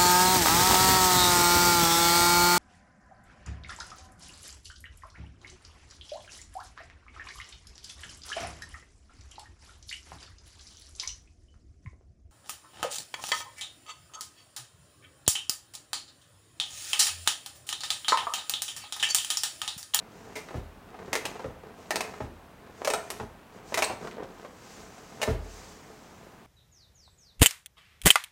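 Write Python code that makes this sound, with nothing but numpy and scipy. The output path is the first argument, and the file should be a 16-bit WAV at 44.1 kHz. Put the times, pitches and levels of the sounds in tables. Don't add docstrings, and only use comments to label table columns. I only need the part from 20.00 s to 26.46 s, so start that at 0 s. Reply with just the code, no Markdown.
import sys
import numpy as np
from scipy import signal
from scipy.fft import rfft, irfft
from scipy.io import wavfile
from scipy.ndimage import uniform_filter1d

SR = 44100
rng = np.random.default_rng(int(sys.argv[2]) if len(sys.argv) > 2 else 0)


def output_pcm(signal):
    pcm = np.clip(np.atleast_2d(signal).T, -1, 1) * 32767
    wavfile.write(sys.argv[1], SR, np.round(pcm).astype(np.int16))


N = 284974
SIZE = 8192

# (landing [s], knock [dB], knock [Hz], contact [ms], weight on floor [dB],
# hollow note of sole [Hz], leg swing [s], rustle [dB], denim swish [dB])
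STRIDES = [(0.542, -9.5, 600, 2.9, -7.5, 420, .38, -52, -61),
           (1.4435, -6, 580, 1.9, -15.5, 440, .4, -45.5, -62.5),
           (2.2048, -4.5, 586, 4.3, -11.5, 810, 0.39, -47, -60.5),
           (3.1987, -7.5, 820, 3.4, -15.5, 630, .39, -47.5, -58),
           (3.8970, -4, 683, 13, -24.5, 655, 0.18, -49, -53), (5.276, 1, 460, 9.7, 0, 610, 0.32, -50, -57)]


def undb(db):
    return 10 ** (np.asarray(db) / 20)


def unit(x):
    return x / np.sqrt(np.sum(x ** 2))


def grid(size):
    return np.maximum(np.fft.rfftfreq(size, 1 / SR), 1)


def slope(points, hz):
    f, db = np.transpose(points)
    return np.interp(np.log(hz), np.log(f), db)


def hump(hz, centre_hz, width_hz):
    return 1 / (1 + (2 * (hz - centre_hz) / width_hz) ** 2)


def decay(t, t60_s):
    return np.exp(-np.log(1000) * t / t60_s)


def causal(db):
    cepstrum = irfft(np.log(undb(db)))
    cepstrum[1:SIZE // 2] *= 2
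    cepstrum[SIZE // 2 + 1:] = 0
    return irfft(np.exp(rfft(cepstrum)))


def even(x, width_hz):
    power = uniform_filter1d(abs(rfft(x[:SIZE], SIZE)) ** 2, int(width_hz * SIZE / SR))
    return unit(signal.fftconvolve(x, causal(-10 * np.log10(power)))[:len(x)])


def add(out, s, sound):
    start = max(int(s * SR), 0)
    out[start:start + len(sound)] += sound[:len(out) - start]


def shaped(x, points, rms_db):
    y = irfft(rfft(x) * undb(slope(points, grid(N))), N)
    return unit(y) * np.sqrt(N) * undb(rms_db)


def wander(rate_hz):
    k = int(SR / rate_hz)
    return uniform_filter1d(np.repeat(rng.standard_normal(N // k + 1), k), k)[:N]


def swell(start_s, end_s, rise_s=0.065, fall_s=0.059):
    t = np.arange(N) / SR
    return np.exp(-(np.minimum(t - start_s, 0) / rise_s) ** 2 - (np.maximum(t - end_s, 0) / fall_s) ** 2)


def room(x, wet_db, early_db=-2, early_s=0.0088, late_db=-4, gap_s=0.0016):
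    t = np.arange(SR // 2) / SR
    onset = np.clip(t / gap_s - 1, 0, 1)
    sparse = rng.standard_normal(len(t)) * (rng.random(len(t)) < .08)
    early = unit(sparse * onset * np.exp(-t / early_s))
    noise = rng.standard_normal(len(t))
    low = signal.sosfilt(signal.butter(1, 2000, fs=SR, output="sos"), noise)
    late = unit(onset * (low * decay(t, t60_s=0.45) + (noise - low) * decay(t, t60_s=0.33)))
    bass_cut = signal.butter(2, 150, "high", fs=SR, output="sos")
    echoes = signal.sosfilt(bass_cut, undb(early_db) * early + undb(late_db) * late)
    return signal.fftconvolve(x, np.sqrt(2) * even((t == 0) + undb(wet_db) * echoes, width_hz=363))


def room_air():
    # (frequency [Hz], density [dB])
    spectrum = [(20, -2), (35, 3.5), (48, -7.5), (80, 0), (130, -2.5), (190, 1), (280, -2), (500, -6.5),
                (780, -5), (1200, -8.5), (2500, -17), (5000, -26), (10000, -30.5), (16000, -32)]
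    return shaped(rng.standard_normal(N), spectrum, rms_db=-52)


def motion(resting_db=-70, rustle_lead_s=0.14, rustle_db_per_s=9.5, swish_db_per_s=5):
    # (peak [s], rustle [dB], denim swish [dB], rise [s], fall [s])
    shifts = [(3.57, -74, -63.5, .05, 0.037), (4.05, -38, -55, .06, 0.068), (4.24, -46, -70, 0.14, 0.05),
              (4.42, -48, -63.5, 0.14, 0.11), (4.75, -56.5, -54, 0.19, 0.17),
              (5.57, -55, -52.5, 0.14, 0.24), (6.0, -59.5, -61.5, 0.33, .38)]
    t = np.arange(N) / SR
    rustle_power, swish_power = undb(resting_db) ** 2, 0
    for s, *_, swing_s, rustle_db, swish_db in STRIDES:
        to_go_s = np.maximum(s - t, 0)
        rustle_gate = swell(s - swing_s - rustle_lead_s, s)
        rustle_power += (undb(rustle_db - rustle_db_per_s * to_go_s) * rustle_gate) ** 2
        swish_power += (undb(swish_db - swish_db_per_s * to_go_s) * swell(s - swing_s, s)) ** 2
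    for s, rustle_db, swish_db, rise_s, fall_s in shifts:
        shape = swell(s, s, rise_s, fall_s)
        rustle_power += (undb(rustle_db) * shape) ** 2
        swish_power += (undb(swish_db) * shape) ** 2
    return np.sqrt(rustle_power), np.sqrt(swish_power)


def cloth(rustle_env, swish_env, creases_per_s=900, ticks_per_s=55, spread_db=7, flutter_db=3):
    # (frequency [Hz], level [dB])
    rustle_colour = [(60, -1), (200, 3.5), (450, 6.5), (1050, -2.5), (1800, -8), (3000, -19.5), (6000, -36),
                     (16000, -62)]
    tick_colour = [(200, 7), (1200, -0.5), (4000, -2.5), (8000, -12), (16000, -47)]
    swish_colour = [(500, 4.5), (2000, 1), (3500, -3), (5000, 0.5), (6500, 2), (8000, -2), (10000, -13),
                    (16000, -17)]
    creases = (rng.random(N) < creases_per_s / SR) * rng.standard_normal(N)
    creases *= undb(spread_db * np.clip(rng.standard_normal(N), -2, 1))
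    rustle = shaped(creases * undb(flutter_db * wander(rate_hz=23)), rustle_colour, rms_db=-3)
    impulses = (rng.random(N) < ticks_per_s / SR) * np.tanh(rng.standard_normal(N))
    ticks = shaped(impulses, tick_colour, rms_db=-17.5)
    hiss = rng.standard_normal(N) * undb(0.54 * wander(rate_hz=74))
    swish = shaped(hiss, swish_colour, rms_db=-1)
    return room((rustle + ticks) * rustle_env + swish * swish_env, wet_db=-6.5)[:N]


def contact(ms, grain_db, snap_db=-9, rise_ms=0.39, snap_ms=0.905):
    t_ms = np.arange(SIZE) / SR * 1000
    fade_ms = max(ms, .5)
    impacts = rng.standard_normal(SIZE) * undb(grain_db * rng.standard_normal(SIZE))
    burst = unit(impacts * (1 - np.exp(-t_ms / rise_ms)) * np.exp(-t_ms / fade_ms))
    burst[np.searchsorted(t_ms, snap_ms)] += undb(snap_db) / np.sqrt(fade_ms)
    return even(burst, width_hz=600)


def resonances_db(hz):
    # (centre [Hz], width [Hz], lift [dB])
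    modes = [(433.4, 17, 9), (650, 52, 4.4), (970, 27, 1.4), (1370, 24, 2.6), (1795, 37, 6.7),
             (2587, 130, 2.5), (3850, 150, 3.9), (6300, 300, 0.42)]
    return sum(db * hump(hz, centre_hz, width_hz) for centre_hz, width_hz, db in modes)


def knock(centre_hz, ms, low_db_oct, high_db_oct, wet_db, boards, hollow_db=4):
    hz = grid(SIZE)
    octaves_below = np.log2(1 + (centre_hz / hz) ** 4) / 4
    octaves_above = np.log2(1 + (hz / centre_hz) ** 4) / 4
    colour_db = hollow_db * hump(hz, centre_hz, centre_hz / 2) + boards * resonances_db(hz)
    colour_db -= low_db_oct * octaves_below + high_db_oct * octaves_above
    return room(signal.fftconvolve(contact(ms, grain_db=1), unit(causal(colour_db))), wet_db)


def creak(start_s=4.167, slips_per_s=52, jitter_s=.003, peak_db=-13, taper_db=4, count=5):
    out = np.zeros(N)
    for k, place in enumerate(np.linspace(-1, 1, count)):
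        slip = knock(centre_hz=504, ms=2.1, low_db_oct=5.5, high_db_oct=12.5, wet_db=-4, boards=0)
        s = start_s + k / slips_per_s + jitter_s * rng.standard_normal()
        add(out, s, undb(peak_db - taper_db * place ** 2) * slip)
    return out


def scuff(hz, ms):
    return knock(hz, ms, low_db_oct=6, high_db_oct=11.5, wet_db=-1.5, boards=0.33)


def scuffs(rustle_env, gain_db=-1, touch_db=27.5, touch_hz=600, spread_db=5.5, spread_oct=0.72, count=26):
    # (time [s], level [dB], centre [Hz], contact [ms])
    taps = [(0.486, -19.5, 1510, 2.5), (0.506, -14, 740, 9.7), (0.942, -18.5, 730, 6.3),
            (0.989, -17.5, 725, 3.2), (1.354, -13.5, 650, 6.6), (1.395, -11, 740, 9.1),
            (1.635, -18, 584, 3), (1.939, -11, 500, 13), (2.138, -17.5, 1110, 7.1),
            (2.8177, -8.5, 645, 0.81), (3.7228, -9, 670, 2.7), (4.072, -14, 1200, 6.3),
            (4.112, -22.5, 2430, 1.8), (4.448, -13.5, 725, 6.5), (5.901, -22, 450, 5.5),
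            (6.266, -21.5, 420, 5.8)]
    out = np.zeros(N)
    for s, db, hz, ms in taps:
        add(out, s, undb(db + gain_db) * scuff(hz, ms))
    for k, (place, strength, pitch) in enumerate(rng.uniform(-1.1, 1, (count, 3))):
        at = int((k + (place + 1) / 2) * N / count)
        gain = rustle_env[at] * undb(touch_db + spread_db * strength)
        add(out, at / SR, gain * scuff(touch_hz * 2 ** (spread_oct * pitch), ms=5.6))
    return out


def thumps(thud_db=-5, thud_delay_s=.014, boom_db=-32, boom_delay_s=0.0085, sink_s=0.0027,
           roll_db=-1, roll_s=0.02583, pivot_hz=90):
    # (frequency [Hz], level [dB], t60 [s])
    modes = [(45.4, -1.5, 0.78), (72.2, 6, 0.27), (81, -5.5, 0.79), (105.6, 10.5, 0.14), (121.3, -2, 0.26),
             (222, 0.5, 0.1), (260, -3.5, 0.11)]
    out, t = np.zeros(N), np.arange(SR) / SR
    for s, heel_db, heel_hz, ms, weight_db, *_ in STRIDES:
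        tilt_db_oct = -0.43 * weight_db
        boom = np.zeros(SR)
        for hz, db, t60_s in modes:
            gain = undb(db + tilt_db_oct * np.log2(hz / pivot_hz))
            boom += gain * np.sin(2 * np.pi * hz * t) * decay(t, t60_s)
        boom *= 1 - np.exp(-t / sink_s)
        heel = knock(heel_hz, ms, low_db_oct=7.5, high_db_oct=13, wet_db=1, boards=0.75)
        thud = knock(centre_hz=267, ms=44, low_db_oct=4, high_db_oct=7, wet_db=-1, boards=.4, hollow_db=1)
        add(out, s, undb(heel_db) * heel)
        add(out, s + thud_delay_s, undb(weight_db + thud_db) * thud)
        add(out, s + boom_delay_s, undb(weight_db + boom_db) * boom)
        add(out, s + boom_delay_s + roll_s, undb(weight_db + boom_db + roll_db) * boom)
    return out


def ring(hz, width_hz=230):
    t = np.arange(SIZE) / SR
    return unit(np.cos(2 * np.pi * hz * t) * np.exp(-np.pi * width_hz * t))


def slaps(gain_db=1, treble_hz=3600, ring_hz=8200, ring_db=-28, ring_spread=0.0085):
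    # (time [s], level [dB], hollow body [dB], crack [dB], crack [Hz], contact [ms])
    hits = [(0.3547, -9, 9.5, 11, 2130, 27), (1.1299, -.5, 1, 7, 2030, 3), (1.1537, 0, 7.5, 7, 2000, 0.82),
            (1.2530, -4, 7, 7.5, 2920, 4), (1.9066, -0.5, 5, 9.5, 1800, 2.2), (1.9578, -2, 0, 6, 4700, 1.8),
            (2.0068, -3, 5.5, 6, 2350, 2.3), (2.8473, -5, 0, 3.5, 5500, 4.4),
            (2.8742, 3, 13.5, 10, 1260, 1.6), (2.9015, -2, 8, 0, 2170, 2.8),
            (2.9368, 2, 12, 11.5, 1380, 2.1), (3.1025, -7.5, 4, 9, 11100, 2.4),
            (3.7425, -2, -9, 6.5, 2010, 1.7), (3.7742, 1.5, 8, 5, 1370, 4.7), (3.7895, -2, 9, 4, 1240, 1.5),
            (3.822, 3, 4, 12, 2550, 1.6), (3.8276, -0.5, 0, 12.5, 1040, 0.61),
            (3.8417, -8.5, -10, 18, 4230, 2), (5.2160, -4, 5, 10.5, 2880, 4.2), (5.2292, -1, 4, 7, 1930, 3)]
    # (frequency [Hz], level [dB])
    spectrum = [(60, -12), (170, -14), (280, -2), (500, 1), (900, 3), (1400, -4), (2400, -1.5),
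                (3400, -8.5), (6500, -8.5), (9500, -15.5), (12000, -19), (16000, -26)]
    # (time [s], level [dB])
    clear_rings = [(1.9574, -16), (2.9007, -15), (2.9358, -10), (3.103, -21.5), (3.8424, -14),
                   (3.8466, -10.5)]
    out, hz = np.zeros(N), grid(SIZE)
    for s, db, body_db, crack_db, crack_hz, ms in hits:
        body_hz = next(note_hz for landing_s, _, _, _, _, note_hz, *_ in STRIDES if landing_s > s)
        treble_db = 1.5 - 0.23 * db
        colour_db = slope(spectrum, hz) + resonances_db(hz) + treble_db / (1 + (treble_hz / hz) ** 4)
        colour_db += body_db * hump(hz, body_hz, width_hz=0.37 * body_hz)
        colour_db += crack_db * hump(hz, crack_hz, width_hz=0.2 * crack_hz)
        faint_ring = undb(ring_db) * ring(ring_hz * (1 + ring_spread * rng.standard_normal()))
        response = unit(causal(colour_db)) + faint_ring
        slap = signal.fftconvolve(contact(ms, grain_db=3.5, snap_db=-2), response)
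        add(out, s, undb(db + gain_db) * room(slap, wet_db=1))
    for s, db in clear_rings:
        add(out, s, undb(db + gain_db) * room(ring(ring_hz), wet_db=-1.5))
    return out


def scene():
    air = room_air()
    rustle_env, swish_env = motion()
    steps = slaps() + thumps() + scuffs(rustle_env)
    return (steps + creak() + cloth(rustle_env, swish_env) + air)[None]


def record(dry, low_hz=36, top_hz=16000):
    x = signal.sosfilt(signal.butter(6, low_hz, "high", fs=SR, output="sos"), dry)
    return signal.sosfilt(signal.ellip(10, .2, 70, top_hz, fs=SR, output="sos"), x)


dry = scene()
out = record(dry)
output_pcm(out)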